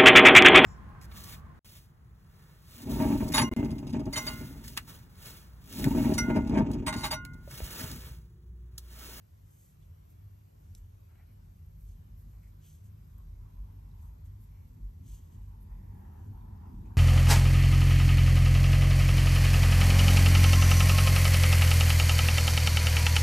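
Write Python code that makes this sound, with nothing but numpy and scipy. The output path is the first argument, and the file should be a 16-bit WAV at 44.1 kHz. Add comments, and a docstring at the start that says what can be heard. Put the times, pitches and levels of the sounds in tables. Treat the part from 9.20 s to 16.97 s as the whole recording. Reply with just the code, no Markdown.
"""A quiet room, with someone crocheting close to a two-port microphone. Yarn swishes through the fingers
and rasps over a metal hook in countless tiny slips; single fibres snap free and skin rubs on the grip.
The hook touches the nails lightly and once clicks against one. Behind the hands the room rumbles,
distant traffic slowly swells through the walls, and the microphone hisses."""
import sys
import numpy as np
from scipy import signal
from scipy.fft import rfft, irfft, next_fast_len
from scipy.io import wavfile
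from scipy.ndimage import uniform_filter1d, map_coordinates

SR = 44100
rng = np.random.default_rng(int(sys.argv[2]) if len(sys.argv) > 2 else 0)


def dump_mix(stems):
    """Bounce the given channels to the path in sys.argv[1] as a 16-bit WAV at rate SR."""
    frames = np.atleast_2d(stems).T  # one column per channel
    limited = np.clip(frames, -1, 1)  # hard clip at full scale
    pcm = np.round(limited * 32767).astype(np.int16)
    wavfile.write(sys.argv[1], SR, pcm)


N = 342657
TIME = np.arange(N) / SR

# Tone of the mic hiss, room rumble, engines and tyres. Each row: frequency in Hz, relative level in dB.
HISS_TONE = [(300, 0.5), (1500, -8), (2600, -4.5), (4000, -8), (7000, -9), (10000, -7), (11400, 1),
             (12300, -5.5), (13000, 4.5), (13350, -9.5), (13700, -30), (15700, -43)]
ROOM_TONE = [(20, -40), (32, -38), (42, -15.5), (85, -4.5), (110, -7.5), (130, -17.5), (155, -12.5),
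             (185, -21.5), (260, -27.5), (320, -25), (430, -28.5), (600, -30.5), (1000, -34), (2500, -52.5),
             (4000, -99)]
ENGINE_TONE = [(32, -41), (55, -7.5), (70, -4), (95, -4), (120, -5.5), (150, -19.5), (190, -7.5),
               (225, -13.5), (255, -14.5), (290, -21.5), (400, -26.5), (480, -35.5), (620, -48), (810, -79),
               (1400, -120)]
TYRE_TONE = [(250, -30), (400, -13), (700, -2.5), (1000, 3.5), (1400, -5), (2000, -20.5), (2600, -18),
             (4000, -33), (8000, -83)]
# Stereo width of the hiss, room, road and hands. Each row: frequency in Hz, side minus mid in dB.
HISS_STEREO = [(1000, -3.5), (1900, -4.5), (2800, 1.5), (6000, -4.5), (8200, 2), (9200, 17), (10000, 88),
               (10700, 27), (11400, 4.5), (13000, -1.5)]
ROOM_STEREO = [(60, -29), (110, -14), (200, -0.5), (380, 3), (700, 13), (1290, 4.5), (2380, -9)]
ROAD_STEREO = [(60, -47.5), (110, -19), (200, -11), (380, -3.5), (600, -1), (1000, 2.5), (1300, -8.5),
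               (2000, -24), (3000, -4)]
HAND_STEREO = [(500, -19), (1200, -6), (1900, -42), (3200, -7), (4700, -14), (5600, -9.5), (6800, 0.5),
               (8200, 0), (9200, 13.5), (10000, 96), (10700, 18.5), (11500, 5.5), (13000, -5.5),
               (14000, -1)]
# Resonances of the electronics' whine and the room's boom, drone and hum.
# Each row: centre in Hz, half-width in Hz, relative level in dB.
WHINE_MODES = [(12806, 14, 0), (13037, 12, -3)]
BOOM_MODES = [(47.1, 10.9, 0)]
DRONE_MODES = [(79.8, 8.9, -1.8), (99.14, 5.9, -0.68)]
HUM_MODES = [(131.6, 7, -1), (150.1, 8, 5.5), (182.8, 16, -8.5), (226.3, 9.5, -14)]
# Fader rides for the boom, drone and hum. Each row: time in seconds, relative level in dB.
BOOM_RIDE = [(0, -78), (.3, -56), (.45, -75), (.65, -59.5), (1.3, -68), (1.52, -48.5), (1.8, -63),
             (2.35, -55.5), (2.7, -45), (2.85, -51), (3.2, -49), (3.6, -63), (4.15, -44), (4.33, -55),
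             (4.42, -40), (4.52, -48), (5.25, -49.5), (5.48, -57.5), (5.65, -38.5), (5.83, -57.5),
             (5.98, -40), (6.1, -61), (6.24, -43), (6.36, -50), (6.54, -41), (6.66, -49), (6.95, -55.5),
             (7.2, -44.5), (7.42, -59), (7.57, -42), (7.77, -53.5)]
DRONE_RIDE = [(0, -57.5), (.25, -55), (.5, -73), (.63, -51.5), (.95, -56), (1.17, -51), (1.29, -58.5),
              (1.5, -50), (1.87, -56.5), (2.2, -52.5), (3.35, -54), (4.25, -52), (5.15, -50.5), (5.37, -60),
              (5.65, -51.5), (7.77, -48)]
HUM_RIDE = [(0, -77), (.3, -64.5), (.65, -64), (1, -74), (1.45, -65), (1.9, -76.5), (2.2, -61),
            (4.6, -62.5), (5.3, -63.5), (6.8, -62), (7.77, -62)]
# Fader rides for the traffic: one vehicle passes, then a closer one arrives and the tyres' upper band
# flares. Each row: time in seconds, relative level in dB.
ENGINE_RIDE = [(0, -80), (1.8, -74.5), (4.4, -67.5), (5.3, -67), (5.8, -61.5), (6.4, -63.5), (6.65, -58.5),
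               (6.82, -56), (7.2, -56), (7.4, -53.5), (7.77, -54.5)]
TYRE_RIDE = [(0, -106), (3.85, -88), (4.01, -79.5), (4.14, -84.5), (4.27, -75), (4.48, -76), (4.56, -79.5),
             (4.72, -77), (4.87, -73.5), (4.99, -83.5), (5.14, -81), (5.69, -82), (5.8, -88), (5.94, -77.5),
             (6.08, -82.5), (6.18, -74), (6.26, -81), (6.34, -71.5), (6.46, -78), (6.54, -68),
             (6.61, -76.5), (6.68, -72), (6.79, -67.5), (6.92, -68.5), (7.1, -71), (7.19, -67.5),
             (7.3, -68), (7.42, -66.5), (7.54, -66), (7.6, -72), (7.68, -66.5), (7.77, -66)]
UPPER_TYRE_RIDE = [(0, -110), (6.44, -95), (6.53, -79), (6.65, -84), (6.8, -77.5), (6.97, -81.5),
                   (7.05, -78), (7.15, -94), (7.42, -81), (7.6, -88), (7.77, -76)]
# The tyres' two bands sink as each vehicle goes by. Each row: time in seconds, pitch in Hz.
TYRE_GLIDE = [(0, 1060), (4, 1066), (4.3, 987), (4.8, 922), (5.3, 970), (6.35, 940.5), (6.85, 874),
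              (7.15, 900), (7.45, 928), (7.77, 881)]
UPPER_TYRE_GLIDE = [(6.5, 1936), (6.8, 1810), (6.93, 1777), (7.07, 1600), (7.38, 1830), (7.55, 1784),
                    (7.75, 1504)]

# Tone of rubbing skin, sliding yarn and a tight loop at focus 1.
# Each row: frequency in Hz, relative level in dB.
SKIN_TONE = [(150, -51), (400, 1), (800, 4), (1400, -5), (2050, -1), (2600, -2.5), (3300, -15), (8000, -62)]
YARN_TONE = [(800, -26), (2000, -19), (2700, -9), (3150, -2), (3750, -10.5), (4400, -8), (5300, -11),
             (6100, 0.5), (7000, -0.5), (8600, -3.5), (10000, 2), (11500, -1.5), (12800, -4.5),
             (13600, -14), (15700, -28)]
RASP_TONE = [(1000, -63), (3200, -30), (6100, -14), (8600, -11), (10000, -1), (11600, 0), (12800, -2.5),
             (13700, -9), (15700, -14.5)]
# Finger rubs. Each row: peak time in seconds, length in seconds, relative level in dB, resonance in Hz.
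FINGER_RUBS = [(1.959, 0.16, -78.5, 1500), (2.006, 0.066, -77, 1980), (2.093, 0.062, -85, 2300),
               (3.155, 0.06, -80, 1050), (3.255, 0.08, -82.5, 2150), (5.373, 0.16, -86.5, 2200),
               (7.666, .034, -81, 2450)]
# The hook's shaft touching the nails. Each row: start in seconds, level in dB, pitch in Hz.
NAIL_TAPS = [(.628, -69.5, 3460), (4.714, -69.5, 3880), (7.21, -73, 3700)]
# The hook's ring. Each row: frequency in Hz, relative level in dB, time to fall 60 dB in seconds.
HOOK_MODES = [(3950, -10.5, 0.0067), (5840, -1.5, 0.0046), (7600, -1.5, 0.0042), (9700, 1, 0.004),
              (11000, -1, 0.0033)]
# Hook on nail, contact then rebound. Each row: start in seconds, relative level in dB.
CLICK_HITS = [(1.5505, -40), (1.5517, -63)]
# A tight loop on the hook. Each row: peak time in seconds, length in seconds, level in dB,
# focus (1 is broad and crisp, 2 a thin squeak).
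LOOP_RASPS = [(.905, .045, -69.5, 1), (2.125, .04, -75.5, 1.9), (2.61, 0.11, -72, 0.95),
              (2.996, .065, -69, 1.2), (3.461, 0.067, -68.5, 0.88), (5.226, 0.06, -68, 1.3),
              (5.919, 0.071, -80, 2), (6.42, .036, -66.5, 2.8), (6.77, 0.1, -74.5, 2.7)]
# Fibres slipping off the hook. Each row: start in seconds, peak in dB, brightness in dB per octave.
FIBRE_SNAPS = [(3.982, -54, 17), (5.06, -66, -12), (5.849, -64, 4)]
# Yarn drawn through the fingers and the stitch.
# Each row: peak time in seconds, length in seconds, level in dB, brightness in dB per octave.
YARN_PULLS = [(.385, 0.27, -69.5, 7.5), (.44, 0.11, -70.5, 3), (.625, 0.047, -83, -9),
              (.63, 0.077, -77, 14), (1.578, .03, -70, 6), (2.69, 0.1, -72.5, 2), (3.25, 0.11, -75, 9),
              (3.455, 0.09, -67, -3), (3.51, 0.12, -66, 1), (3.66, 0.055, -71, 3), (4.835, 0.11, -72, 10),
              (5.063, 0.033, -72.5, 5), (5.918, 0.15, -63.5, 0), (6.05, 0.076, -75.5, -2.5),
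              (6.135, 0.073, -73, 0), (7.02, 0.16, -80, -1), (7.665, .025, -77, -1)]


def amp(db):
    """Decibels to gain."""
    return 10 ** (np.asarray(db) / 20)


def unit(x):
    """Scale to rms 1."""
    return x / np.sqrt(np.mean(x ** 2) + 1e-20)


def along(points, hz):
    """Read (Hz, value) points on a log frequency axis."""
    freqs, values = np.transpose(points)
    return np.interp(np.log(hz + 1), np.log(freqs + 1), values)


def curve(points):
    """Join (seconds, value) points into one value per sample."""
    return np.interp(TIME, *np.transpose(points))


def wobble(rate, size=N):
    """A smooth random curve, rate knots a second."""
    knots = rng.standard_normal(int(size * rate / SR) + 4)
    return map_coordinates(knots, [np.arange(size) * rate / SR])


def add(track, s, sound):
    """Mix a sound into a track from s seconds."""
    start = round(s * SR)
    sound = sound[max(-start, 0):max(N - start, 0)]
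    track[max(start, 0):][:len(sound)] += sound


def filtered(x, response):
    """EQ x with a complex gain given as a function of Hz."""
    size = x.shape[-1]
    padded = next_fast_len(size + 4096)
    return irfft(rfft(x, padded) * response(np.fft.rfftfreq(padded, 1 / SR)), padded)[..., :size]


def mid_side(width, hz):
    """Gains of the sum and difference of the two ports, at constant power."""
    turn = np.arctan(amp(along(width, hz)))
    return np.array([np.cos(turn), np.sin(turn)])


def diffuse(tone, width, patchy_db):
    """A stereo noise bed of rms 1 from all around, its colour shifting in slow patches."""
    frames = signal.stft(rng.standard_normal((2, N)), nperseg=1024)[2]
    patches = uniform_filter1d(rng.standard_normal(frames.shape[1:]), size=4, axis=0)
    patches = unit(uniform_filter1d(patches, size=13, axis=1))
    noise = signal.istft(frames * amp(patchy_db * patches), nperseg=1024)[1][:, :N]
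    mid, side = filtered(noise, lambda hz: amp(along(tone, hz)) * mid_side(width, hz))
    return unit(np.array([mid + side, mid - side]))


def resonant(modes):
    """Narrow resonances kept ringing by noise, rms 1."""
    def peaks(hz):
        return sum(amp(db) / (1 + ((hz - centre) / width) ** 2) ** 2 for centre, width, db in modes)
    return unit(filtered(rng.standard_normal(N), peaks))


def steadied(x, seconds):
    """Even out the slow chance swells in x."""
    return x / np.sqrt(np.abs(uniform_filter1d(x ** 2, int(seconds * SR))) + 1e-6)


def microphone():
    """Self-noise, with a thin electronic whine on top."""
    whine = np.array([resonant(WHINE_MODES), resonant(WHINE_MODES)])
    return amp(-73.5) * diffuse(HISS_TONE, HISS_STEREO, patchy_db=2) + amp(-89.5) * whine


def room():
    """A steady rumble under three low room resonances that swell and sink."""
    boom = amp(curve(BOOM_RIDE) - .76 + 1.2 * wobble(rate=12)) * steadied(resonant(BOOM_MODES), .19)
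    drone = amp(curve(DRONE_RIDE) - .58 + 2.24 * wobble(rate=12)) * steadied(resonant(DRONE_MODES), .15)
    hum = amp(curve(HUM_RIDE)) * steadied(resonant(HUM_MODES), .25)
    rumble = amp(-59.5 + .7 * wobble(rate=8)) * diffuse(ROOM_TONE, ROOM_STEREO, patchy_db=1.73)
    return rumble + boom + drone + hum


def roar(glide, half_width_hz, direct_db):
    """Tyre noise in a band of gliding pitch; its direct part reaches the right port first."""
    lowpass = signal.butter(2, half_width_hz, fs=SR, output="sos")
    slow = signal.sosfilt(lowpass, rng.standard_normal((2, 3, N)))
    phase = 2 * np.pi * np.cumsum(curve(glide)) / SR
    left, right, direct = slow[0] * np.cos(phase) + slow[1] * np.sin(phase)
    late = np.roll(direct, round(.00052 * SR))
    return unit(np.array([left, right]) + amp(direct_db) * np.array([late, direct]))


def traffic():
    """Far vehicles through the walls: engines murmur, tyres surge near 900 Hz and an octave above."""
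    tyres = roar(TYRE_GLIDE, half_width_hz=115, direct_db=-8)
    tyres += amp(-8) * diffuse(TYRE_TONE, ROAD_STEREO, patchy_db=3)
    mid, side = roar(UPPER_TYRE_GLIDE, half_width_hz=170, direct_db=-21)
    upper = unit(mid + amp(-12.5) * np.array([side, -side]))
    flutter = amp(1.2 * wobble(rate=24))  # an uneven road surface
    engine_db = curve(ENGINE_RIDE) + 5.5 + 1.6 * wobble(rate=13)
    engines = amp(engine_db) * diffuse(ENGINE_TONE, ROAD_STEREO, patchy_db=1.5)
    return engines + flutter * (amp(curve(TYRE_RIDE) + 2) * tyres + amp(curve(UPPER_TYRE_RIDE)) * upper)


def friction(size, tone, tilt_db, grain_db):
    """Countless tiny slips of uneven size, each under a millisecond long; tilt_db is per octave."""
    def colour(hz):
        return amp(along(tone, hz) + tilt_db * np.log2(np.clip(hz, 1000, 12000) / 1000))
    slips = amp(grain_db * unit(uniform_filter1d(rng.standard_normal(size), size=30)))
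    return unit(filtered(slips * rng.standard_normal(size), colour))


def slide(peak_s, length, db, tone, grain_db, tilt_db=0):
    """A track with one sliding move that speeds up, holds and slows, catching and letting go."""
    rise_share, squareness = .42, 2.56  # squarer gives a quicker start and a longer hold
    rise = length * rise_share
    fall = length - rise
    t = np.arange(-2 * rise, 2 * fall, 1 / SR)
    speed = np.exp(-np.abs(t / np.where(t < 0, rise, fall)) ** squareness)
    catching = amp(1.43 * wobble(rate=80, size=len(t)))
    out = np.zeros(N)
    add(out, peak_s - 2 * rise, amp(db) * speed * catching * friction(len(t), tone, tilt_db, grain_db))
    return out


def fingers():
    """Skin drags on the hook's grip with a dull, grainy rub; each grip rings at its own pitch."""
    ring_db, sharpness = 11, 8
    out = np.zeros(N)
    for peak_s, length, db, ring_hz in FINGER_RUBS:
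        rub = slide(peak_s, length, db, SKIN_TONE, grain_db=3.5)
        out += filtered(rub, lambda hz: amp(ring_db / (1 + (sharpness * (hz / ring_hz - 1)) ** 2)))
    return out


def taps():
    """Each light touch of shaft and nail rings one short, damped note."""
    out, t = np.zeros(N), np.arange(SR // 20) / SR
    attack = 1 - np.exp(-t / .0003)
    for s, db, hz in NAIL_TAPS:
        add(out, s, amp(db - 60 * t / .027) * attack * np.sin(2 * np.pi * hz * t))
    return out


def click():
    """The hook strikes a nail; the grip damps its ring within milliseconds and the table scatters it."""
    out, t = np.zeros(N), np.arange(SR // 12) / SR
    ring = sum(amp(db - 60 * t / t60) * np.sin(2 * np.pi * hz * t) for hz, db, t60 in HOOK_MODES)
    crack = amp(-9 - 60 * t / .005) * friction(len(t), YARN_TONE, tilt_db=1.3, grain_db=0)
    scatter = amp(-29 - 60 * t / .11) * friction(len(t), YARN_TONE, tilt_db=.5, grain_db=1)
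    attack = 1 - np.exp(-t / .00015)
    for s, db in CLICK_HITS:
        add(out, s, amp(db) * (ring + crack + scatter) * attack)
    return out


def rasps():
    """A tight loop catches hard on the hook; the tighter it is, the more it narrows to one high band."""
    return sum(slide(peak_s, length, db, np.multiply(RASP_TONE, [1, focus]), grain_db=3)
               for peak_s, length, db, focus in LOOP_RASPS)


def snaps():
    """Single fibres slip off the hook, each a tick of fast-dying friction."""
    out, t = np.zeros(N), np.arange(SR // 50) / SR
    for s, db, tilt_db in FIBRE_SNAPS:
        snap = amp(-60 * t / .018) * friction(len(t), YARN_TONE, tilt_db, grain_db=2)
        add(out, s, amp(db) * snap / np.abs(snap).max())
    return out


def yarn():
    """Yarn swishes through the fingers with each pull; the taut strand never lies quite still."""
    pulls = sum(slide(peak_s, length, db, YARN_TONE, grain_db=1.5, tilt_db=tilt_db)
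                for peak_s, length, db, tilt_db in YARN_PULLS)
    rustle = amp(-89 + 4.5 * wobble(rate=9)) * friction(N, YARN_TONE, tilt_db=2, grain_db=2.5)
    return pulls + rustle


def close_up(x, wet_db, t60):
    """The hands, with a short room tail, reach the left port first; near 10 kHz the ports oppose."""
    t = np.arange(SR // 4) / SR
    tail = rng.standard_normal((2, len(t))) * amp(-60 * t / t60)
    reverb = signal.fftconvolve(x[None], tail / np.linalg.norm(tail[0]), axes=1)[:, :N]
    quadrature = np.array([[1], [1j]])  # turning the side by 90 degrees gives the left a phase lead
    mid, side = filtered(x + amp(wet_db) * reverb, lambda hz: mid_side(HAND_STEREO, hz) * quadrature)
    return np.array([mid + side, mid - side])


def scene():
    """Hiss, room and road behind, hands in front."""
    hands = fingers() + taps() + click() + rasps() + snaps() + yarn()
    return microphone() + room() + traffic() + close_up(hands, wet_db=-9, t60=.099)


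def record(dry):
    """The recorder cuts the deepest rumble and keeps nothing above its band limit."""
    low_cut_hz, top_hz = 36, 15700
    return filtered(dry, lambda hz: (hz < top_hz) / np.sqrt(1 + (low_cut_hz / (hz + 1)) ** 20))


dry = scene()
out = record(dry)
dump_mix(out)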